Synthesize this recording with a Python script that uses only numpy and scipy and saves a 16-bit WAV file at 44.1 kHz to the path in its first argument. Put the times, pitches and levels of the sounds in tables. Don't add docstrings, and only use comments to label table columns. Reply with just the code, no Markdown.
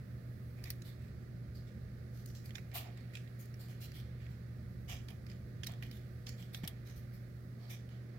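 import sys
import numpy as np
from scipy import signal
from scipy.fft import rfft, irfft
from scipy.io import wavfile
from scipy.ndimage import uniform_filter1d

SR = 44100
rng = np.random.default_rng(int(sys.argv[2]) if len(sys.argv) > 2 else 0)


def file_out(sig):
    cols = np.atleast_2d(sig).T
    lim = np.clip(cols, -1, 1)
    pcm = np.round(lim * 32767).astype(np.int16)
    wavfile.write(sys.argv[1], SR, pcm)


N = 360856

# centre_hz, width_hz, gain_db
PANEL_MODES = [(1828, 390, 1.5), (2415, 420, 1.5)]
# centre_hz, width_hz, gain_db
EDGE_MODES = [(8740, 2100, -5), (11680, 3600, -0.5), (14100, 3700, -0.5)]
# frequency_hz, left_minus_right_db
TOY_BALANCE = [(700, 1.5), (2000, -5.5), (4500, -2.5), (8000, 0.5), (14000, 8.5)]
TOY_COHERENCE = 0.027
LEFT_LAG_S = 1.8e-4


def undb(db):
    return 10 ** (np.asarray(db) / 20)


def rms(x):
    return np.sqrt(np.mean(abs(x) ** 2))


def along(table, hz):
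    points_hz, values = np.transpose(table)
    return np.interp(np.log(np.maximum(hz, 1)), np.log(points_hz), values)


def modes(table, hz):
    return sum((-1) ** k * undb(db) * 1j * hz * width / (centre ** 2 - hz ** 2 + 1j * hz * width)
               for k, (centre, width, db) in enumerate(table))


def stereo(a, b, coherence, balance_db):
    coherence = np.clip(coherence, 0, 1)
    mid, side = a * np.sqrt((1 + coherence) / 2), b * np.sqrt((1 - coherence) / 2)
    return np.array([(mid + side) * undb(balance_db / 2), (mid - side) * undb(-balance_db / 2)])


def wander(rate_hz):
    hold = int(SR / rate_hz)
    steps = np.repeat(rng.standard_normal(N // hold + 1), hold)
    return 0.92 * uniform_filter1d(uniform_filter1d(steps, hold), hold)[:N]


def appliance_hum():
    pitches = [120.01, 126.5, 175.0, 360.0, 480.0, 1212]
    # level_db, waver_db
    levels = [(-48.5, -0.32), (-68, 8), (-69.5, 2), (-71, 2), (-80.5, 8), (-83.5, -1.5)]
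    t = np.arange(N) / SR - np.array([[LEFT_LAG_S], [0]])
    tones = 0
    for hz, (level_db, waver_db) in zip(pitches, levels):
        amplitude = np.sqrt(2) * undb(level_db + waver_db * wander(2.595))
        tones += amplitude * np.sin(2 * np.pi * (hz * t + rng.random()))
    return tones * undb([[-0.7], [0.7]])


def fan_noise(level_db=-50.5):
    # frequency_hz, relative_db
    spectrum = [(12, -35), (30, -22.5), (50, -9), (74, -4), (105, -5.5), (135, -7), (200, -9), (310, -20.5),
                (600, -24.5), (950, -43), (1900, -34), (3000, -47.5), (4500, -42.5), (7500, -50.5),
                (13000, -47.5), (16000, -45.5)]
    # centre_hz, width_hz, gain_db
    room_modes = [(73.4, 4.25, 7), (106, 8.4, -2), (133, 27, 1.5), (212, 21, 3), (237, 15, 0.5)]
    # frequency_hz, coherence
    coherence = [(60, 0.96), (150, 1), (290, 0.58), (640, 0.51), (1400, 0)]
    # frequency_hz, left_minus_right_db
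    balance = [(60, -2.5), (110, -1.5), (200, -1), (380, -6.5), (700, -3.5), (1290, -20), (2380, -12.5),
               (4400, -10), (8120, -0.5), (15000, 0.5)]
    # centre_hz, swell_db
    swells = [(70, 4), (250, -0.5), (1200, 0.18), (3200, -3), (6000, -0.3), (12000, 2)]
    hz = np.fft.rfftfreq(N, 1 / SR)
    a, b = rfft(rng.standard_normal((2, N)))
    room_db = sum(db / (1 + (2 * (hz - centre) / width) ** 2) for centre, width, db in room_modes)
    air = stereo(a, b, along(coherence, hz), along(balance, hz)) * undb(along(spectrum, hz) + room_db)
    air[0] *= np.exp(-2j * np.pi * hz * LEFT_LAG_S)
    octaves = np.log2([centre for centre, _ in swells])
    out = 0
    for k, (_, swell_db) in enumerate(swells):
        band = np.interp(np.log2(hz + 1), octaves, np.arange(len(swells)) == k)
        out += irfft(air * band, N) * undb(swell_db * wander(2.173))
    return undb(level_db) * out / rms(out)


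def shells(hz, spread_db=2):
    # centre_hz, width_hz, gain_db
    shell_modes = [(3200, 770, -0.5), (4400, 890, 6.5), (5380, 1800, 1), (7600, 530, 0)]
    return modes([(centre, width, db + spread_db * rng.standard_normal())
                  for centre, width, db in shell_modes], hz)


def small_parts(hz, top_db, count=7):
    heights, weaknesses = rng.random((count, 2)).T
    return modes([(2800 * 5 ** height, 130 * 5 ** height, top_db - 7 * height - 6 * weakness)
                  for height, weakness in zip(np.sort(heights), weaknesses)], hz)


def scrapes(size=16384):
    # start_s, pressed_s, shell_db, ring_hz, panel_db, edge_db, hollow_db
    strokes = [(0.55, 0.07, -75, 2550, -71, -86, -74), (0.641, 0.034, -61.5, 3620, -59.5, -64, -67.5),
               (0.828, 0.064, -63.5, 3550, -73, -64.5, -73), (0.952, 0.13, -76, 2550, -76, -82, -78),
               (1.203, 0.023, -80, 7580, -78, -82, -84), (1.54, 0.032, -65, 4970, -94, -70, -90),
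               (1.656, 0.031, -73, 3450, -78, -83, -87), (2.108, 0.11, -70, 6150, -90, -71.5, -88),
               (2.267, 0.026, -64.5, 5860, -84, -66, -90), (2.34, 0.032, -62.5, 4000, -89, -67, -92),
               (2.431, 0.034, -69, 4700, -71, -67, -74), (2.54, 0.024, -65, 3800, -62, -66, -67),
               (2.709, 0.026, -71, 2780, -66, -89, -67), (2.732, 0.045, -49, 2770, -57, -45.5, -51.5),
               (2.844, 0.017, -71, 2800, -64, -89, -58), (2.967, 0.0086, -67.5, 3300, -68, -87, -69),
               (3.119, 0.055, -63, 2650, -67.5, -71, -83), (3.383, 0.032, -64.5, 6500, -72, -60, -85),
               (3.585, 0.042, -62.5, 7440, -73, -63, -69), (3.676, 0.039, -65, 4170, -70, -69, -71),
               (3.796, 0.046, -58, 4000, -68.5, -58, -72), (3.924, 0.062, -61, 3180, -67.5, -63.5, -76),
               (4.181, 0.067, -72, 2800, -70, -84, -75), (4.286, 0.037, -74, 4000, -76, -75, -77),
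               (4.873, 0.051, -51, 2940, -58, -59, -58.5), (5.084, 0.0079, -65.5, 3140, -65, -67, -63.5),
               (5.272, 0.046, -67.5, 3100, -73, -79, -78), (5.678, 0.022, -60.5, 3170, -66, -69, -59),
               (5.822, 0.014, -61, 2930, -62, -68, -69), (5.896, 0.075, -66, 3440, -74, -68, -77),
               (6.259, 0.023, -55, 4580, -63, -67, -70), (6.359, 0.074, -64, 3250, -70, -68, -74),
               (6.525, 0.029, -59.5, 3500, -63.5, -57.5, -66), (6.631, 0.008, -60, 3150, -58, -65, -57.5),
               (6.842, 0.069, -65.5, 4000, -74, -70, -74), (6.948, 0.036, -69, 4120, -83, -65, -83),
               (7.127, 0.023, -71, 5300, -73, -67.5, -82), (7.569, 0.12, -69, 4650, -76, -76, -69.5),
               (7.69, 0.026, -55, 3450, -58.5, -55.5, -67), (7.88, 0.067, -71.5, 3040, -76, -87, -75),
               (8.13, 0.027, -83, 4870, -78, -84, -72)]
    # centre_hz, width_hz, gain_db
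    hollow_modes = [(693, 200, 12.5), (1172, 210, 9.5), (1435, 250, 6)]
    rise_share, body_t60_s, edge_t60_s, pan_db = 0.55, 0.32, 0.19, -3
    out = np.zeros((2, N + size))
    t, hz = np.arange(size) / SR, np.fft.rfftfreq(size, 1 / SR)
    catching_db = 1.5 * np.resize(wander(250), N + size)
    grip = undb(2.2 * rng.exponential(size=N + size) + catching_db)
    for start_s, pressed_s, shell_db, ring_hz, panel_db, edge_db, hollow_db in strokes:
        i = int(start_s * SR)
        pressure = np.sin(np.pi / 2 * np.minimum(t / (rise_share * pressed_s), 1)) ** 2
        slips = rng.standard_normal((2, size)) * pressure * grip[i:i + size] / rms(grip[i:i + size])
        released_s = np.maximum(t - pressed_s, 0)
        body_drive = rfft(slips * undb(-60 * released_s / body_t60_s))
        edge_drive = rfft(slips * undb(-60 * released_s / edge_t60_s))
        lowpass = 1 / (1 + 1j * hz / (2.9 * ring_hz))
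        ring = modes([(ring_hz, 0.088 * ring_hz, 6.5)], hz)
        shell = ring + lowpass * shells(hz) + small_parts(hz, top_db=0)
        paths = [(shell_db, shell, body_drive),
                 (panel_db, modes(PANEL_MODES, hz) ** 2, body_drive),
                 (edge_db, modes(EDGE_MODES, hz) ** 2, edge_drive),
                 (hollow_db, modes(hollow_modes, hz) ** 2, body_drive)]
        a, b = sum(undb(db) * drive * response / rms(response) for db, response, drive in paths)
        out[:, i:i + size] += irfft(stereo(a, b, TOY_COHERENCE, along(TOY_BALANCE, hz) + pan_db), size)
    return out[:, :N]


def catch_clicks(size=8192):
    # start_s, level_db, ring_hz, panel_db, edge_db, pan_db (positive is left)
    catches = [(0.6382, -37.5, 4760, -8, -5, -4), (0.657, -45, 2220, 3, -22, 0),
               (0.702, -28.5, 4530, -7.5, -2, -1), (0.819, -45, 4000, -8, -11, -4),
               (0.8765, -52, 4160, -1, 2, -1.5), (2.196, -61, 5230, -11, -10, -1),
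               (2.2582, -42.5, 6900, -15, 2, -1), (2.3, -52, 4070, -10, -17, -4),
               (2.349, -50, 4400, -10, -14, -2), (2.369, -51.5, 5630, -11.5, -16, -6),
               (2.4565, -45, 4740, -4.5, -2, 0), (2.4916, -49.5, 4300, 2, -13, -4),
               (2.505, -44.5, 3250, -2, -21, -5), (2.5532, -32.5, 3530, -3.5, -27, -7),
               (2.581, -40, 3800, 6, -12, -5), (2.714, -50, 2620, 0, -25, -6),
               (2.7605, -40, 2650, 2, -14, -1), (2.8714, -55, 4970, 1, -20, -6),
               (2.9732, -51, 4500, 3, -9, -2), (3.007, -58, 4500, -8, -20, -2),
               (3.134, -48.5, 4470, 3, -9, 0), (3.152, -36, 2400, -31, -22, -3),
               (3.17, -41, 2570, -20, -23, -2), (3.2742, -52, 3220, 3.5, -18, -7),
               (3.454, -53, 4500, -5, 0, 0), (3.5402, -49, 5550, 2.5, -7, -7),
               (3.917, -46.5, 4540, 1, -9, 0), (3.9988, -49, 3270, -9.5, -7, 0),
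               (4.264, -48.5, 3350, 8, -20, -4), (5.0835, -42.5, 3170, -5, -15, -5),
               (5.103, -48, 3170, 1, -4, -5), (5.2645, -46.5, 5200, 3.5, -8, -4),
               (5.2978, -46.5, 4930, 1, -16, -6), (5.314, -47.5, 5060, 4, -18, 1),
               (5.633, -32.5, 3200, -5, -19, -6), (5.642, -39.5, 4480, -8, -10, 0),
               (5.663, -41, 4460, -9, -12, -7), (5.668, -30, 3950, -8, -10, -3),
               (5.718, -50, 7500, -10, -2, 0), (5.7348, -48, 3300, -0.5, -11, -3),
               (5.8234, -37.5, 2980, 4, -13, -1), (5.833, -44.5, 2600, 3, -15, 0),
               (5.8646, -54, 3000, -1.5, -6, 9), (5.9116, -43, 3740, -6, -8, -2),
               (6.267, -38.5, 3290, -12, -22, -2), (6.29, -38, 5100, -3, -10, -3),
               (6.424, -47.5, 3160, -13, -25, -7), (6.545, -32.5, 3430, -7, -18, -1),
               (6.6397, -40.5, 3030, 0, -7, -1), (6.647, -41.5, 5760, 0, -8, -7),
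               (6.675, -29, 3330, -21, -4, 0), (6.8716, -52, 4040, -3, -7, 0),
               (6.897, -51, 5870, -0.5, -13, 0), (7.889, -52.5, 3180, -1, -6, -5)]
    rise_s, rattle_t60_s, tail_db, tail_t60_s = 0.001, 0.016, -22, 0.11
    out = np.zeros((2, N + size))
    t, hz = np.arange(size) / SR, np.fft.rfftfreq(size, 1 / SR)
    attack = (1 - np.exp(-t / rise_s)) ** 2
    crack = 1 + 0.44 * np.exp(-(t / 0.00092) ** 2)
    decay = crack * undb(-60 * t / rattle_t60_s) + undb(tail_db - 60 * t / tail_t60_s)
    for start_s, level_db, ring_hz, panel_db, edge_db, pan_db in catches:
        a, b = rfft(rng.standard_normal((2, size)) * attack * decay)
        lowpass = 1 / (1 + 1j * hz / (1.6 * ring_hz))
        ring = modes([(ring_hz, 0.076 * ring_hz, 2.5)], hz)
        shell = ring + lowpass * (undb(-7) * shells(hz) + small_parts(hz, top_db=-9))
        panels = undb(panel_db) * modes(PANEL_MODES, hz)
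        edges = undb(edge_db) * modes(EDGE_MODES, hz)
        rattle = stereo(a, b, TOY_COHERENCE, along(TOY_BALANCE, hz) + pan_db)
        click = irfft((shell + panels + edges) * rattle, size)
        rough_peak = 3 * rms(click[:, :220])
        i = int(start_s * SR)
        out[:, i:i + size] += undb(level_db) * click / rough_peak
    return out[:, :N]


def table_knock(start_s=6.6355, rise_s=0.0016):
    # pitch_hz, t60_s, level_db
    knock = (165, 0.039, -25)
    pitch_hz, t60_s, level_db = knock
    t = np.maximum(np.arange(N) / SR - start_s, 0)
    envelope = undb(level_db - 60 * t / t60_s) * (1 - np.exp(-t / rise_s))
    return -envelope * np.sin(2 * np.pi * pitch_hz * t)


def scene():
    return catch_clicks() + scrapes() + table_knock() + appliance_hum() + fan_noise()


def record(dry, cutoff_hz=15850):
    return signal.sosfilt(signal.ellip(10, 0.2, 70, cutoff_hz, fs=SR, output="sos"), dry)


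dry = scene()
out = record(dry)
file_out(out)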